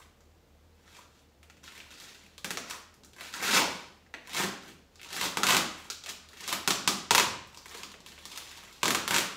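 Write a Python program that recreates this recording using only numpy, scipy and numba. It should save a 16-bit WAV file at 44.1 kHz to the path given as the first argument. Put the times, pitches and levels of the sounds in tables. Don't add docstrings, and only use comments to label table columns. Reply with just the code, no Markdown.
import sys
import numpy as np
from scipy import signal
from scipy.fft import rfft, irfft
from scipy.io import wavfile
from scipy.ndimage import uniform_filter1d
from numba import njit

SR = 44100
rng = np.random.default_rng(int(sys.argv[2]) if len(sys.argv) > 2 else 0)


def voltage_ratio(level):
    return 10 ** (np.asarray(level, float) / 20)


def to_wav(sig):
    pcm = np.clip(np.atleast_2d(sig), -1, 1) * 32767
    pcm = np.round(pcm).astype(np.int16)
    wavfile.write(sys.argv[1], SR, pcm.T)


N = 412776


def level(x, db):
    return x * voltage_ratio(db) / np.sqrt(np.mean(x ** 2))


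def colour(x, points):
    hz, db = np.transpose(points)
    f = np.fft.rfftfreq(len(x), 1 / SR) + 1
    gain = voltage_ratio(np.interp(np.log(f), np.log(hz), db))
    return irfft(rfft(x) * gain, len(x))


def background():
    # freq_hz, density_db
    floor_spectrum = [(15, -67), (25, -11.5), (80, -13.5), (145, -13.5), (293, -18.5), (363, -20.5),
                      (394, -25), (463, -18), (516, -21.5), (560, -22), (677, -23), (7710, -42),
                      (16000, -47)]
    # freq_hz, width_hz, level_db
    hum_bands = [(40.7, 0.29, -59.5), (76.4, 8.5, -58)]
    steadiness = 0.3
    out = level(colour(rng.standard_normal(N), floor_spectrum), -62)
    f = np.fft.rfftfreq(N, 1 / SR)
    for hz, width_hz, db in hum_bands:
        band = np.exp(-((f - hz) / width_hz) ** 2)
        hum = irfft(rfft(rng.standard_normal(N)) * band, N)
        envelope = np.abs(signal.hilbert(hum))
        out = out + level(hum / envelope ** steadiness, db)
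    return out


def room():
    # freq_hz, t60_s, level_db
    tail_bands = [(100, 0.66, -12), (235, 0.61, -6.5), (748, 0.55, -19), (2000, 0.59, -23.5),
                  (5170, 0.54, -19), (7300, 0.45, -20.5), (14000, 0.28, -15.5)]
    # delay_s, level_db
    first_echoes = [(.0022, -5), (.0052, -7), (.0075, -12), (.0112, -11)]
    build_s, early_s, early_boost = 0.00017, 0.0083, 0.43
    hz, t60_s, db = np.transpose(tail_bands)
    t = np.arange(2 ** 15) / SR
    octave = np.log2(np.fft.rfftfreq(len(t), 1 / SR) + 1)
    noise = rfft(rng.standard_normal(len(t)))
    tail = 0
    for centre in np.arange(5, 14.5, 0.5):
        band = irfft(noise * np.clip(1 - 2 * np.abs(octave - centre), 0, 1), len(t))
        band_db = np.interp(centre, np.log2(hz), db)
        band_t60_s = np.interp(centre, np.log2(hz), t60_s)
        tail = tail + band * voltage_ratio(band_db) * 1000 ** (-t / band_t60_s)
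    tail = voltage_ratio(-9) * tail * (1 - np.exp(-t / build_s)) * (1 + early_boost * np.exp(-t / early_s))
    tail[0] = 1
    for k, (delay_s, echo_db) in enumerate(first_echoes):
        tail[int(delay_s * SR * rng.uniform(0.85, 1.15))] += (-1) ** k * voltage_ratio(echo_db)
    return tail


def kitchen(dry):
    spot = np.repeat(rng.integers(0, 4, N // 512 + 1), 512)[:N]
    out = 0
    for k in range(4):
        share = uniform_filter1d(1.0 * (spot == k), size=64)
        out = out + signal.oaconvolve(dry * share, room())[:N]
    return out


def thuds():
    # start_s, level_db, length_s
    soft_hits = [
        (1.5, -66, 0.18),
        (1.95, -71, .15),
        (2.962, -60, 0.17),
        (4.655, -52, 0.084),
        (5.034, -72, .08),
        (7.97, -59.5, 0.15),
    ]
    thud_hz = 176
    t = np.arange(N) / SR
    shape = 0
    for start_s, db, length_s in soft_hits:
        x = (t - start_s) / length_s
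        shape = shape + voltage_ratio(db) * np.clip(x, 0, None) * np.exp(1 - 2 * np.abs(x)) * 2
    rub = colour(rng.standard_normal(N),
                 [(20, -50), (thud_hz / 2, -14), (thud_hz, 0), (thud_hz * 2, -9), (2000, -45)])
    return shape * level(rub, 0)


def ring(push, modes):
    t = np.arange(SR // 2) / SR
    response = sum(voltage_ratio(db) * np.sin(2 * np.pi * hz * t) * 1000 ** (-t / t60_s) for hz, db, t60_s in modes)
    return signal.fftconvolve(push, response)[:N]


def door_skin(push):
    # freq_hz, level_db, t60_s
    skin_modes = [(65, -31, 0.21), (101, -69, .2), (204, 0, 0.29), (296, -6.5, 0.13), (382, 5.5, 0.094),
                  (517, -10, 0.027), (576, 1, 0.11), (687, 2, 0.16), (792, 18.5, 0.045), (833, -40, 0.12),
                  (1070, -9, 0.055)]
    return ring(push, skin_modes)


def door_rocking():
    # start_s, level_db
    shoves = [
        (6.703, -41),
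        (7.108, -20.5),
        (7.167, -51),
        (8.84, -26),
        (9.11, -33.5),
    ]
    # freq_hz, level_db, t60_s
    seal_modes = [(68, -16, 0.15), (98.9, -5.5, 1)]
    start_s, db = np.transpose(shoves)
    push = np.bincount((start_s * SR).astype(int), voltage_ratio(db - 20), N)
    return ring(push, seal_modes)


@njit
def grains(start, hz, cycles, size):
    out = np.zeros(N)
    for k in range(len(start)):
        p = np.exp((2j * np.pi - 1 / cycles[k]) * hz[k] / SR)
        z = size[k] + 0j
        for i in range(start[k], min(N, start[k] + int(7 * cycles[k] * SR / hz[k]))):
            z *= p
            out[i] += z.imag
    return out


def buckles(start_s, db, hz, tick_db, knock_db, ring_db, cycles):
    # time_s, pitch_hz, ring_db
    taut_sheet = [(1.5, 1360, 5.5), (2.45, 1510, -1.5), (2.6, 1250, 1), (3.42, 1490, 4), (3.55, 1430, 6.5),
                  (3.61, 830, 6.5), (4.14, 1620, -6.5), (4.4, 1360, -2), (5.2, 1220, 0), (5.55, 1260, 0),
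                  (6.701, 1210, -4), (6.9, 1105, -3.5), (7.17, 1000, 1.5), (8.9, 1136, -1.5),
                  (9.15, 1300, 0.7)]
    taut_cycles, tick_cycles = 1.7, 0.6
    count = len(start_s)
    start = np.clip((start_s * SR).astype(np.int64), 0, N - 1)
    chance = rng.random((count, 3)).T
    size = np.sign(chance[0] - 0.5) * voltage_ratio(db)
    crease = grains(start, np.clip(hz, 400, 15000), cycles * np.ones(count), size)
    tick_hz = 6500 * 1.53 ** chance[1]
    tick = grains(start, tick_hz, np.full(count, tick_cycles), -size * voltage_ratio(tick_db + 6.5))
    time_s, pitch_hz, stretch_db = np.transpose(taut_sheet)
    taut_hz = np.interp(start_s, time_s, pitch_hz) * (0.92 + 0.16 * chance[2])
    taut_db = ring_db + np.interp(start_s, time_s, stretch_db)
    taut = grains(start, taut_hz, np.full(count, taut_cycles), -size * voltage_ratio(taut_db))
    push = np.bincount(start, size * voltage_ratio(knock_db), N)
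    return crease + tick + taut, push


def crackle():
    # peak_s, crackle_db, rise_s, fall_s, sheet_pitch_hz
    pulls = [(0.001, -53, .02, 0.076, 1820), (.97, -51.5, 0.17, 0.11, 2700),
             (1.19, -65.5, 0.18, 0.08, 4540), (1.64, -51.5, .02, 0.6, 2150), (2.024, -48, 0.22, 0.33, 2830),
             (2.72, -44, 0.1, 0.11, 1720), (3.21, -43.5, 0.053, 0.2, 2000),
             (3.35, -38.5, 0.034, 0.12, 2330), (3.434, -27.5, 0.03, 0.31, 2500),
             (3.561, -21.5, 0.17, 0.086, 2050), (4.392, -28, .1, 0.11, 1970),
             (4.698, -48.5, 0.16, 0.04, 2000), (5.11, -46.5, 0.16, .05, 2780),
             (5.241, -30, 0.17, 0.067, 2260), (5.49, -23, 0.055, 0.092, 1480),
             (5.86, -51.5, 0.77, 0.045, 1800), (6.091, -40, 0.057, .05, 2560),
             (6.538, -34.5, 0.21, 0.0089, 2400), (7.6, -56.5, 0.25, 0.19, 2300),
             (7.749, -44, 0.073, 0.19, 2000), (8.08, -55.5, .06, 0.54, 2210),
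             (8.3, -47.5, 0.17, 0.99, 2460), (8.62, -62, 0.17, .25, 2800), (9.13, -27, 0.037, 0.16, 1580)]
    flips_per_s, lowest_flip_hz, pull_rounding = 2500, 1030, 1.306
    patch_s, patch_db, patch_octaves = 0.012, 1.5, 0.46
    s = np.sort(rng.uniform(0, N / SR, int(flips_per_s * N / SR)))
    count = len(s)
    peak_s, peak_db, rise_s, fall_s, sheet_hz = np.transpose(pulls)[:, :, None]
    span_s = np.where(s < peak_s, rise_s, fall_s)
    slack_db = 20 * (np.abs(s - peak_s) / span_s) ** pull_rounding
    pull_db = peak_db - slack_db
    strongest = np.argmax(pull_db, axis=0)
    each = np.arange(count)
    db = pull_db[strongest, each]
    hz = sheet_hz[strongest, 0]
    slack_db = np.minimum(slack_db[strongest, each], 25)
    uneven_db = 3.5 + 0.054 * np.clip(-36 - db, 0, 30)
    patch = rng.standard_normal((2000, 2))[(s / patch_s).astype(int)].T
    db = db + patch_db * patch[0]
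    hz = hz * 2 ** (patch_octaves * patch[1])
    db = db + 2.5 + uneven_db * (np.minimum(rng.exponential(size=count), 4) - 2.5)
    hz = np.maximum(hz * 2 ** (0.25 + 0.68 * rng.standard_normal(count)), lowest_flip_hz)
    tick_db = -3.5 - 0.17 * slack_db
    knock_db = -12.5 + 0.2 * slack_db
    return buckles(s, db, hz, tick_db, knock_db, ring_db=-11.5, cycles=1.9)


def snaps():
    # start_s, peak_db, pitch_hz
    small_creases = [(0.206, -45, 7900), (0.878, -44, 1790), (1.43, -41.5, 2380), (1.499, -39.5, 2330),
                     (1.569, -48, 2500), (1.641, -39.5, 3200), (1.721, -40, 2680), (1.766, -44, 2400),
                     (1.778, -34.5, 2200), (1.906, -40.5, 3180), (1.913, -37, 2640), (1.923, -40.5, 3130),
                     (1.981, -44, 3800), (2, -34, 3900), (2.147, -41, 3160), (2.263, -46, 2220),
                     (2.38, -32, 3550), (2.699, -27, 5160), (2.941, -45, 5100), (3.035, -41, 3860),
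                     (3.047, -37.5, 5940), (2.82, -47, 9000), (3.133, -42, 3320), (3.164, -37.5, 1670),
                     (3.209, -27.5, 2040), (3.328, -34, 4100),
                     (4.273, -32, 2000), (4.295, -32, 2500), (4.333, -25.5, 3200), (4.686, -42, 2760),
                (4.957, -40, 4370), (5.015, -33.5, 2470), (5.031, -32, 2670), (5.046, -35, 2580),
                (5.089, -38, 3600), (5.105, -34, 3500), (6.038, -31, 3450), (6.061, -26, 2650),
                (6.092, -24, 4800), (6.288, -38.5, 3600), (6.332, -38.5, 1810), (6.372, -39, 3000),
                (6.407, -30, 4870),
                     (7.472, -38, 6500), (7.546, -36, 2880), (7.573, -31, 4630), (7.658, -31, 1940),
                (7.682, -38, 3860), (7.694, -33.5, 4700), (7.712, -35, 2500), (7.748, -28.5, 1460),
                (7.773, -31, 4030), (7.782, -35, 2500), (7.917, -35.5, 3380), (8.004, -41, 4000),
                (8.062, -32.5, 3130), (8.064, -46, 8900), (8.087, -37, 4100), (8.12, -39, 2570),
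                (8.188, -38.5, 3000), (8.254, -25.5, 4200), (8.318, -32.5, 3560), (8.36, -32, 3200),
                (8.492, -36, 4030), (8.514, -35, 2900), (8.574, -35, 3140), (8.645, -73, 3130),
                (8.727, -38, 4200), (8.817, -41, 2670)]
    # start_s, peak_db, pitch_hz
    taps = [(1.678, -32.5, 3060), (1.802, -32, 2570), (3.184, -34.5, 1840), (4.064, -47, 1880),
            (4.14, -22.5, 1950), (4.579, -37, 1930), (4.996, -36.5, 2560), (5.918, -28.5, 3770),
            (6.231, -47, 3200), (7.941, -34, 2210), (8.179, -36, 2100)]
    # start_s, peak_db,
    # pitch_hz, knock_db
    wide_creases = [(2.445, -14.5, 2330, 4), (2.506, -14.5, 2670, 3), (2.572, -14, 1700, 1.5),
                    (2.709, -19.5, 2620, -10), (3.339, -20, 2560, -9), (3.416, -22.5, 1800, 5),
                    (3.426, -19, 2300, 3.5), (4.347, -16, 2720, -7), (4.366, -16, 2800, 3.5),
                    (4.382, -17.5, 2300, 4), (4.399, -18.5, 2400, 14.5), (4.436, -14.5, 2000, 8.5),
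                    (5.129, -20, 2900, -10), (5.165, -17.5, 2640, -6), (5.212, -12.5, 3500, -11),
                    (5.251, -18.5, 2370, 2), (5.371, -10, 2170, 4.5), (5.433, -6, 2600, 0),
                    (5.451, -21, 2300, 1), (5.468, -5.5, 2860, -13), (5.486, -14.5, 2740, 4.5),
                    (5.496, -30, 2400, -10), (5.506, -6.5, 2420, -8), (5.523, -9, 2700, 6),
                    (5.532, -9, 2670, -1), (5.547, -8, 2530, 4), (5.567, -5, 2900, -4.5),
                    (5.576, -13.5, 2000, -4),
                    (5.901, -14, 3900, -30), (6.099, -24.5, 3380, -17), (6.478, -16, 4230, -3),
                   (6.491, -16.5, 3200, -4), (6.527, -9.5, 2980, -1), (6.676, -4, 2800, 3),
                   (6.706, -5, 3000, 0), (6.876, -2, 3080, 0), (7.108, -1.5, 2640, -4.8),
                   (7.149, -0.5, 2300, -7), (7.18, -1, 2300, -10), (7.198, -2.5, 1830, -22),
                   (7.833, -21.5, 2660, -7.5), (8.375, -19.5, 3560, -27), (8.831, -6.5, 2310, -0.5),
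                   (8.856, -7.5, 3720, 0.5), (8.88, -6, 1540, -32), (8.906, -7, 2310, -2.5),
                   (8.948, -6.5, 2170, -3.5), (9.078, -9.5, 2700, -0.5), (9.108, -9, 2400, 4),
                   (9.143, -7, 2200, -7), (9.15, -16, 2470, -18), (9.163, -6.5, 2400, -1),
                   (9.183, -6.5, 2270, -34)]
    wide_tick_db, small_tick_db, tap_tick_db, tick_db_per_octave = -8.5, -6, -27, 2.5
    small_knock_db, small_ring_db = -10.5, -22.5
    wide_cycles, small_cycles = 0.39, 0.9
    flips, spray_octaves = 8, 4.0

    wide = np.array(wide_creases)
    ones = np.ones(len(wide))
    wide_ring_db = -17.5 + 0.39 * wide[:, 3]
    wide = np.c_[wide, wide_tick_db * ones, wide_ring_db, wide_cycles * ones]
    small = np.vstack([small_creases, taps])
    settings = [small_knock_db, small_tick_db, small_ring_db, small_cycles]
    small = np.c_[small, np.tile(settings, (len(small), 1))]
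    small[-len(taps):, 4] = tap_tick_db

    s, db, hz, knock_db, tick_db, ring_db, cycles = np.repeat(np.r_[wide, small], flips, axis=0).T
    tick_db = tick_db + tick_db_per_octave * np.log2(hz / 2500)
    chance = rng.random((len(s), 3)).T
    later = np.arange(len(s)) % flips > 0
    s = s + 0.0004 + later * (0.005 * chance[0] - 0.0007)
    db = db - later * (14.4 + 8 * chance[1])
    hz = hz * 2 ** (later * spray_octaves * (chance[2] - 0.5))
    return buckles(s, db, hz, tick_db, knock_db, ring_db + 8, cycles)


def scene():
    rustle, rustle_push = crackle()
    snap, snap_push = snaps()
    high_pass = signal.butter(2, 480, "high", fs=SR, output="sos")
    film = signal.sosfilt(high_pass, voltage_ratio(2.5) * snap + voltage_ratio(-1.53) * rustle)
    door = door_skin(voltage_ratio(-47) * snap_push + voltage_ratio(-35.5) * rustle_push) + door_rocking()
    return (kitchen(film + door) + background() + thuds())[None]


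def band_limit(x):
    return signal.sosfilt(signal.butter(12, 16980, fs=SR, output="sos"), x)


def record(dry):
    # freq_hz, gain_db
    mic_response = [(20, -36), (36, -16), (100, -5), (400, 0.5), (1200, -3.5), (4000, 1), (7500, 1.5),
                    (9000, -3), (15600, 2), (16200, -43)]
    mix = colour(dry[0], mic_response)[None]
    return band_limit(mix)


dry = scene()
out = record(dry)
to_wav(out)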